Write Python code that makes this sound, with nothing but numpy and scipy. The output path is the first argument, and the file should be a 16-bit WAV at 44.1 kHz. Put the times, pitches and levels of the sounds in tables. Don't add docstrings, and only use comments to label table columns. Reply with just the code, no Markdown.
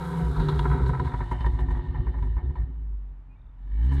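import sys
import numpy as np
from scipy import signal
from scipy.fft import rfft, irfft
from scipy.io import wavfile
from scipy.ndimage import uniform_filter1d

SR = 44100
rng = np.random.default_rng(int(sys.argv[2]) if len(sys.argv) > 2 else 0)


def pcm_store(signal):
    levels = np.round(np.clip(np.atleast_2d(signal), -1, 1) * 32767)
    wavfile.write(sys.argv[1], SR, levels.astype(np.int16).T)


def gain_from_db(level_db):
    decades = np.asarray(level_db, float) / 20
    return 10 ** decades


N = 176400
TIME = np.arange(N) / SR

# time in seconds, firing rate in Hz, level in dB, overtone gain in dB.
FIRING_NOTE = [(0, 173.5, -38, -4.5), (.22, 164.1, -25, -0.5), (.29, 161.4, -40, -3),
               (.35, 157.9, -40.5, -7), (.4, 155.4, -25.5, -9.5), (.89, 130.7, -30.5, -1.5),
               (1.3, 116.6, -41, -6.5), (2.4, 66.27, -40.5, -10), (2.68, 58, -33.5, -6.5),
               (2.94, 50.11, -27.5, -13.5), (3.25, 44.79, -42, -5.5), (3.55, 41.9, -44, -5),
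               (3.745, 50.72, -23.5, -11.5), (3.83, 57.75, -19.5, -5), (3.92, 68.7, -21, 5),
               (4, 69.2, -21, 5.5)]
# frequency in Hz, level in dB.
OVERTONES = [(85, -23.5), (138, -14), (200, -35), (270, -23), (330, -38), (400, -42.5), (510, -32),
             (700, -68)]
# multiple of a fifth of the firing rate, level in dB.
FIFTHS = [(2, -3.5), (4, -15.5), (8, -16), (12, -24.5), (14, -16.5), (15, -15), (22, -19), (30, -14)]
IMBALANCE_HZ, IMBALANCE_DB_PER_OCT, FIFTHS_FOLLOW = 174, 13.5, 0.2
FUEL_CUT_S, FUEL_CUT_DB = 0.39, -14.5

# start in seconds, length in
# seconds, level in dB, pitch in Hz.
BOOMS = [(0.223, 0.1, -24, 61.7), (0.37, 0.068, -24, 48.5), (0.473, 0.034, -27.5, 47),
         (0.527, 0.054, -22.5, 65), (0.595, 0.014, -19.5, 47), (0.619, 0.15, -21.5, 62.84),
         (0.796, 0.13, -22.5, 60.3), (0.951, 0.041, -37.5, 71), (0.974, 0.048, -28, 67),
         (1.042, 0.051, -25.5, 70.6), (1.137, 0.061, -30, 50.7), (1.205, 0.074, -29.5, 48.2),
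         (1.305, 0.12, -27, 55.1), (1.527, 0.13, -24.5, 54), (1.677, 0.12, -25, 50.7),
         (1.752, 0.056, -18.5, 51), (1.883, 0.018, -20.5, 55.9), (1.939, 0.073, -25.5, 56.7),
         (1.989, 0.02, -17, 49.7), (2.064, 0.048, -22, 56.6), (2.14, 0.25, -23, 54.5),
         (2.427, 0.089, -24.5, 62.9), (2.555, 0.097, -28.5, 52.6),
         (1.399, 0.11, -19.5, 56.8),
    (3.362, 0.067, -45, 40.8),
    (3.46, 0.058, -42, 39.3),
]
BOOM_EDGE_S, BOOM_WOBBLE, BOOM_LUMPS_DB = 0.019, 0.041, 3.5

# time in seconds, uneven burning in dB, rasp in dB, jet hiss in dB.
GAS_FLOW = [(0, -41.5, -41.5, -61), (.08, -53.5, -42.5, -60.5), (.2, -44.5, -41.5, -62),
            (.3, -47, -48.5, -62.5), (.43, -40.5, -42, -64), (.6, -41.5, -42.5, -63.5),
            (1, -41.5, -47.5, -69), (1.2, -49.5, -48.5, -69.5), (1.45, -50.5, -48, -73.5),
            (1.7, -45.5, -52, -81.5), (1.9, -48, -51.5, -86.5), (2.25, -49, -57.5, -87.5),
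            (2.55, -49, -61.5, -94.5), (2.75, -59, -70, -98), (3.5, -83, -83.5, -99),
            (3.75, -59, -55.5, -86), (3.92, -47, -46, -75), (4, -54, -44, -68.5)]
GATE, UNEVEN_DB = 0.28, 1.5
CREST_DB, STEEPEN = 1.5, 0.15
REV_S, REV_DIP_DB, TIP_REV_DB = 3.6, -5.5, 0.5
KNOCK_STEADY, KNOCK_BURST_DB = 0.9, 27
# middle in seconds, half length in seconds, gain in dB.
GUSTS = [(0.492, .015, -2), (0.602, .015, 0), (0.722, .02, 2.5), (.885, .015, 4), (1.068, .02, 2.5),
         (1.323, .015, 7.5), (1.465, .018, 6.5), (1.547, .03, 5), (1.61, .018, 9), (1.716, .02, 11),
         (1.77, .025, 9), (1.87, .035, 4), (2.09, .018, 8), (2.193, .015, 9), (2.255, .03, 11.5),
         (2.57, .012, 7), (2.61, 0.023, 14.5), (3.85, .03, 7.5), (3.938, .025, 9.5)]
# frequency in Hz, level in dB per Hz.
JET_COLOUR = [(4000, -13), (4800, -4), (6000, -6.5), (8500, -3.5), (9800, -6), (11000, -3.5), (13000, -12),
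              (15700, -19)]
JET_TOP_HZ, JET_TOP_FOLLOWS = 9800, 1

# time in seconds, peak in dB, bright part in dB, T60 in seconds.
POPS = [(0.363, -31.5, -20, 0.2), (0.397, -28, -20, 0.38), (0.486, -23.5, -10.5, 0.15),
        (0.592, -22, -11, 0.073), (0.653, -21, -46, 0.074), (0.714, -23, -57, 0.4), (0.861, -42.5, -6, 0.2),
        (0.893, -22.5, -60, 0.054), (0.934, -26, -43, 0.12), (0.997, -20, -22.5, 0.022),
        (1.047, -33, -24, 0.45), (1.137, -24.5, -50, 0.11), (1.205, -24.5, -39, 0.13),
        (1.313, -22, -26, 0.15), (1.406, -30, -20, 0.16), (1.461, -24, -21.5, 0.091),
        (1.589, -29, -22.5, 0.22), (1.706, -31.5, -22, 0.18), (1.792, -36, -51, 0.15),
        (1.946, -34, -42, 0.18), (2.068, -29.5, -64, 0.11), (2.14, -37.5, -42, 0.24),
        (2.225, -34.5, -27.5, 0.14), (2.366, -34, -43, 0.29), (2.555, -35, -29, 0.27),
        (3.916, -32, -24.5, 0.14)]
POP_SOFT_HZ, POP_SNAP_DB, POP_THUD_DB, POP_BRIGHT_SHARE = 2500, 4.5, 18.5, 0.39
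# time in seconds, peak in dB.
CRACKLES = [(0.524, -28), (0.641, -28.5), (0.7, -22), (0.795, -35), (0.863, -30), (0.948, -23),
            (0.973, -29), (1.007, -35), (1.055, -34), (1.074, -25), (1.119, -25.5), (1.189, -31),
            (1.224, -41), (1.259, -37), (1.348, -34), (1.385, -34), (1.443, -19.5), (1.544, -36),
            (1.572, -42.5), (1.684, -28.5), (1.749, -28), (1.769, -30.5), (1.864, -36), (1.954, -36.5),
            (1.979, -41.5), (2.183, -34.5), (2.269, -39.5), (2.389, -40.5), (2.505, -39.5), (2.616, -47)]
CRACKLE_T60_S, CRACKLE_SNAP_DB, CRACKLE_BODY_DB = 0.055, 0.5, -15.5

# frequency in Hz, width in Hz, level in dB.
PIPE_THUD = [(58, 17, -2.5), (103.2, 18.7, 3.5), (146.1, 20.8, 8), (259.5, 16, 3.5), (358.3, 19.6, 4),
             (387.8, 33.5, -0.5), (472, 32.7, -4.5)]
# frequency in Hz, width in Hz, level near in dB, gain further away in dB.
PIPE_KNOCK = [(101.5, 12, 10, 4.5), (143.3, 18.9, 16, -1.5), (257.1, 18, 5.5, 4), (360.2, 15.4, 4, 5),
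              (391, 22.8, 9.5, -13), (479.3, 35, -3.5, -5)]
# frequency in Hz, width in Hz, level near in dB, gain further away in dB.
TAILPIPE = [(586, 99, -16.5, 4), (734.1, 13.5, 1, -2.5), (873, 53, -19, 17.5), (959, 86.5, 2.5, -3.5),
            (1149, 143, -10, 1), (1289, 207, -3.5, -12), (1480, 120, -11.5, -5), (1812, 107, -15, 9),
            (2088, 130, -16.5, 0.5)]
# frequency in Hz, width in Hz, level near in dB, gain further away in dB.
TIP = [(3030, 296, -0.5, 7), (3337, 179, 3, -2.5), (3580, 327, 4, 1.5), (3834, 367, 5, -11.5),
       (4020, 280, -20.5, 11)]
TIP_DB = -18
# frequency in Hz, width in Hz, level in dB.
REV_RINGS = [(1710, 240, 5), (2317, 130, 1)]
# frequency in Hz, width in Hz, level in dB.
MAIN_CHAMBER = [(976, 51, 2), (1017, 88, -5.5)]
CHAMBER_DB, CHAMBER_SMALL_DB, CHAMBER_SOFT_S = 13.5, 4, 0.001
STEP_BACK_S, STEP_TAKES_S, PATCHY_DB = 1.153, 0.27, 2.0

TICK_S, TICK_SPREAD_S, TICK_PERIOD_S = 3.43, 0.09, 0.0245
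TICK_HZ, TICK_SAG_HZ_PER_S, TICK_DB = 3610, 600, -74
END_CLICK_S, END_CLICK_DB = 3.9997, -27
# start in seconds, length in seconds, start pitch in Hz, end pitch in Hz, level in dB.
SQUEAKS = [
    (3.292, 0.071, 2450, 2570, -72),
    (3.31, 0.065, 2740, 2800, -80),
    (3.342, 0.07, 2270, 2500, -74),
]
# frequency in Hz, level in dB per Hz.
AIR_COLOUR = [(40, -4.5), (60, 1.5), (142, -10.5), (230, -25), (570, -33), (950, -28.5), (2300, -42.5),
              (5000, -62), (16000, -78)]
AIR_DB = -52


def rms_one(x):
    return x / np.sqrt(np.mean(x ** 2) + 1e-20)


def in_time(rows):
    s, *columns = np.transpose(rows)
    return [np.interp(TIME, s, c) for c in columns]


def drift(rate_hz):
    r = np.exp(-80 * np.pi * rate_hz / SR)
    chance = rng.standard_normal(N // 40 + 2002)
    slow = signal.lfilter([1], [1, -2 * r, r * r], chance)[2000:]
    return np.interp(np.arange(N) / 40, np.arange(len(slow)), rms_one(slow))


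def coloured(spectrum):
    hz, db = np.transpose(spectrum)
    log_hz = np.log(np.arange(N // 2 + 1) * SR / N + 1)
    gain = gain_from_db(np.interp(log_hz, np.log(hz), db, left=-99, right=-99))
    return rms_one(irfft(rfft(rng.standard_normal(N)) * gain, N))


def resonate(x, table):
    out = 0
    for k, (hz, width_hz, db) in enumerate(table):
        r = np.exp(-np.pi * width_hz / SR)
        top = [(1 - r * r) / 2, 0, (r * r - 1) / 2]
        bottom = [1, -2 * r * np.cos(2 * np.pi * hz / SR), r * r]
        out = out + (-1) ** k * gain_from_db(db) * signal.lfilter(top, bottom, x + 1e-18)
    return out


def chambers(x, table, patchy_db):
    away = 0.5 + 0.5 * np.tanh((TIME - STEP_BACK_S) / STEP_TAKES_S)
    out = 0
    for hz, width_hz, db, far_db in table:
        gain = gain_from_db(db + far_db * away + patchy_db * drift(5.8))
        once = resonate(x, [(hz, width_hz, 0)])
        out = out + gain * resonate(once, [(hz, 2 * width_hz, 0)])
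    return out


def dying(s, db, t60):
    clicks, envelope, t = np.zeros(N), np.zeros(N), np.arange(SR // 3) / SR
    starts = (s * SR).astype(int)
    clicks[starts] = gain_from_db(db)
    for start, gain, decay in zip(starts, gain_from_db(db), np.clip(t60, 0.02, 0.4)):
        fall = gain * gain_from_db(-60 * (t / decay) ** 1.11)
        envelope[start:start + len(t)] += fall[:N - start]
    return clicks, envelope


def firing_note(turns, hz, level_db, over_db):
    tone = np.cos(2 * np.pi * turns)
    for k in range(2, 7):
        passed_db = np.interp(k * hz, *np.transpose(OVERTONES))
        tone += gain_from_db(passed_db + over_db) * np.cos(2 * np.pi * k * turns)
    fifths = sum(gain_from_db(db) * np.sin(2 * np.pi * k * turns / 5 + k) for k, db in FIFTHS)
    revs_db = -29.5 + IMBALANCE_DB_PER_OCT * np.log2(hz / IMBALANCE_HZ)
    cut_db = FUEL_CUT_DB * np.clip((TIME - FUEL_CUT_S) / 0.033, 0, 1)
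    fifths_db = revs_db + FIFTHS_FOLLOW * (level_db + 24.5) + cut_db
    return np.sqrt(2) * gain_from_db(level_db + drift(47)) * tone + gain_from_db(fifths_db) * fifths


def booms():
    out = np.zeros(N)
    wobble, lumps = np.cumsum(drift(19.5)) / SR, gain_from_db(BOOM_LUMPS_DB * drift(32.6))
    for s, length, db, hz in BOOMS:
        inside = np.minimum(TIME - s, s + length - TIME)
        shape = np.sin(np.pi / 2 * np.clip(inside / BOOM_EDGE_S / 2 + 0.5, 0, 1)) ** 2
        swing = 2 * np.pi * (hz * (TIME - s + BOOM_WOBBLE * wobble) + rng.random())
        out += np.sqrt(2) * gain_from_db(db) * shape * (np.cos(swing) + 0.14 * np.cos(2 * swing))
    return out * lumps


def gas_puffs(turns, column):
    count = turns.astype(int)
    kick, strength = rng.standard_normal((2, count[-1] + 1))
    fired = np.diff(count, prepend=0) * kick[count]
    swing_rms = np.sqrt(uniform_filter1d(column ** 2, size=3000) + 1e-7)
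    crest = rms_one(gain_from_db(CREST_DB * column / swing_rms))
    gate = 3 * np.exp(-3 * (turns % 1)) * gain_from_db(UNEVEN_DB * strength[count])
    return fired, crest, rms_one(crest * (1 - GATE + GATE * gate))


def pop_thud(snap, tick):
    push = signal.lfilter([0.01], [1, -1.8, 0.81], snap)
    thud = 40 * gain_from_db(POP_THUD_DB) * resonate(push, PIPE_THUD)
    soft = np.exp(-1 / (CHAMBER_SOFT_S * SR))
    ring = resonate(snap + gain_from_db(CHAMBER_SMALL_DB - 5.5) * tick, MAIN_CHAMBER)
    return thud + 400 * gain_from_db(CHAMBER_DB) * signal.lfilter([1 - soft], [1, -soft], ring)


def jet_hiss(jet_db, puff, flash):
    jet_db = jet_db + sum(db * np.exp(-((TIME - mid) / half) ** 2) for mid, half, db in GUSTS)
    flow = gain_from_db(jet_db + 0.89 * drift(24)) * puff ** 0.5
    hiss = coloured(JET_COLOUR) * (flow + gain_from_db(-17) * flash)
    top = signal.sosfiltfilt(signal.butter(4, JET_TOP_HZ, "high", fs=SR, output="sos"), hiss)
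    return hiss - top + top * gain_from_db(JET_TOP_FOLLOWS * (jet_db - jet_db[0]))


def exhaust(turns, column):
    burn_db, rasp_db, jet_db = in_time(GAS_FLOW)
    load = TIME > REV_S
    fired, crest, puff = gas_puffs(turns, column)
    rasp_noise, tip_noise, pop_noise = rng.standard_normal((3, N))

    s, db, bright_db, t60 = np.transpose(POPS)
    snap, burst = dying(s, db - 12, t60)
    flash = dying(s, db + bright_db - 8.5, POP_BRIGHT_SHARE * t60)[1]
    small_s, small_db = np.transpose(CRACKLES)
    tick, spit = dying(small_s, small_db + CRACKLE_BODY_DB, np.full_like(small_s, CRACKLE_T60_S))
    clicks = 9 * gain_from_db(POP_SNAP_DB) * (snap + gain_from_db(CRACKLE_SNAP_DB) * tick)
    pops = chambers((burst * crest ** 0.5 + spit) * pop_noise + clicks, TAILPIPE, 0.73)

    knock = rms_one(chambers(fired + 0.04 * rng.standard_normal(N), PIPE_KNOCK, 1.56))
    knock = knock * (KNOCK_STEADY + gain_from_db(KNOCK_BURST_DB) * uniform_filter1d(burst + spit, size=400))
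    gas = gain_from_db(rasp_db + REV_DIP_DB * load) * puff * rasp_noise
    rasp = 12 * (chambers(gas, TAILPIPE, PATCHY_DB) + pops)
    rasp = signal.sosfilt(signal.butter(4, POP_SOFT_HZ, fs=SR, output="sos"), rasp)
    tip_level = gain_from_db(rasp_db + TIP_DB + TIP_REV_DB * load) * puff ** 0.5 + flash
    tip = 5 * chambers(tip_noise * tip_level, TIP, 1.97)
    lean = resonate(resonate(gain_from_db(rasp_db) * load * puff * pop_noise, REV_RINGS), REV_RINGS)
    pipe = gain_from_db(burn_db + 10.0) * knock + rasp + tip + lean
    return pipe + jet_hiss(jet_db, puff, flash) + pop_thud(snap, tick)


def valve_ticks():
    t = TIME - TICK_S
    beat = (0.5 + 0.5 * np.cos(2 * np.pi * (t - 0.014) / TICK_PERIOD_S)) ** 2
    beat = beat * np.exp(-(t / TICK_SPREAD_S) ** 2)
    phase = 2 * np.pi * (TICK_HZ * t - TICK_SAG_HZ_PER_S * t ** 2 / 2) + 1.2 * drift(90)
    return gain_from_db(TICK_DB + 2.5 * drift(30)) * beat * np.sin(phase)


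def mount_squeaks():
    out = np.zeros(N)
    for s, length, hz, end_hz, db in SQUEAKS:
        u = np.clip((TIME - s) / length, 0, 1)
        phase = 2 * np.pi * length * (hz * u + (end_hz - hz) * u ** 3 / 3) + 0.4 * drift(60)
        out += gain_from_db(db + 3.1 * drift(40)) * np.sin(np.pi * u) * np.sin(phase)
    return out


def roadside_air():
    return gain_from_db(AIR_DB) * coloured(AIR_COLOUR)


def scene():
    hz, level_db, over_db = in_time(FIRING_NOTE)
    turns = np.cumsum(hz) / SR
    column = firing_note(turns, hz, level_db, over_db) + booms()
    car = column + STEEPEN * column ** 2 + exhaust(turns, column)
    car += valve_ticks() + mount_squeaks()
    car[int(END_CLICK_S * SR)] += gain_from_db(END_CLICK_DB)
    return (car + roadside_air())[None]


def band_limit(x):
    return signal.sosfilt(signal.butter(12, 15800, fs=SR, output="sos"), x)


def record(dry):
    mix = signal.sosfiltfilt(signal.butter(2, 32, "high", fs=SR, output="sos"), dry)
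    return band_limit(mix)


dry = scene()
out = record(dry)
pcm_store(out)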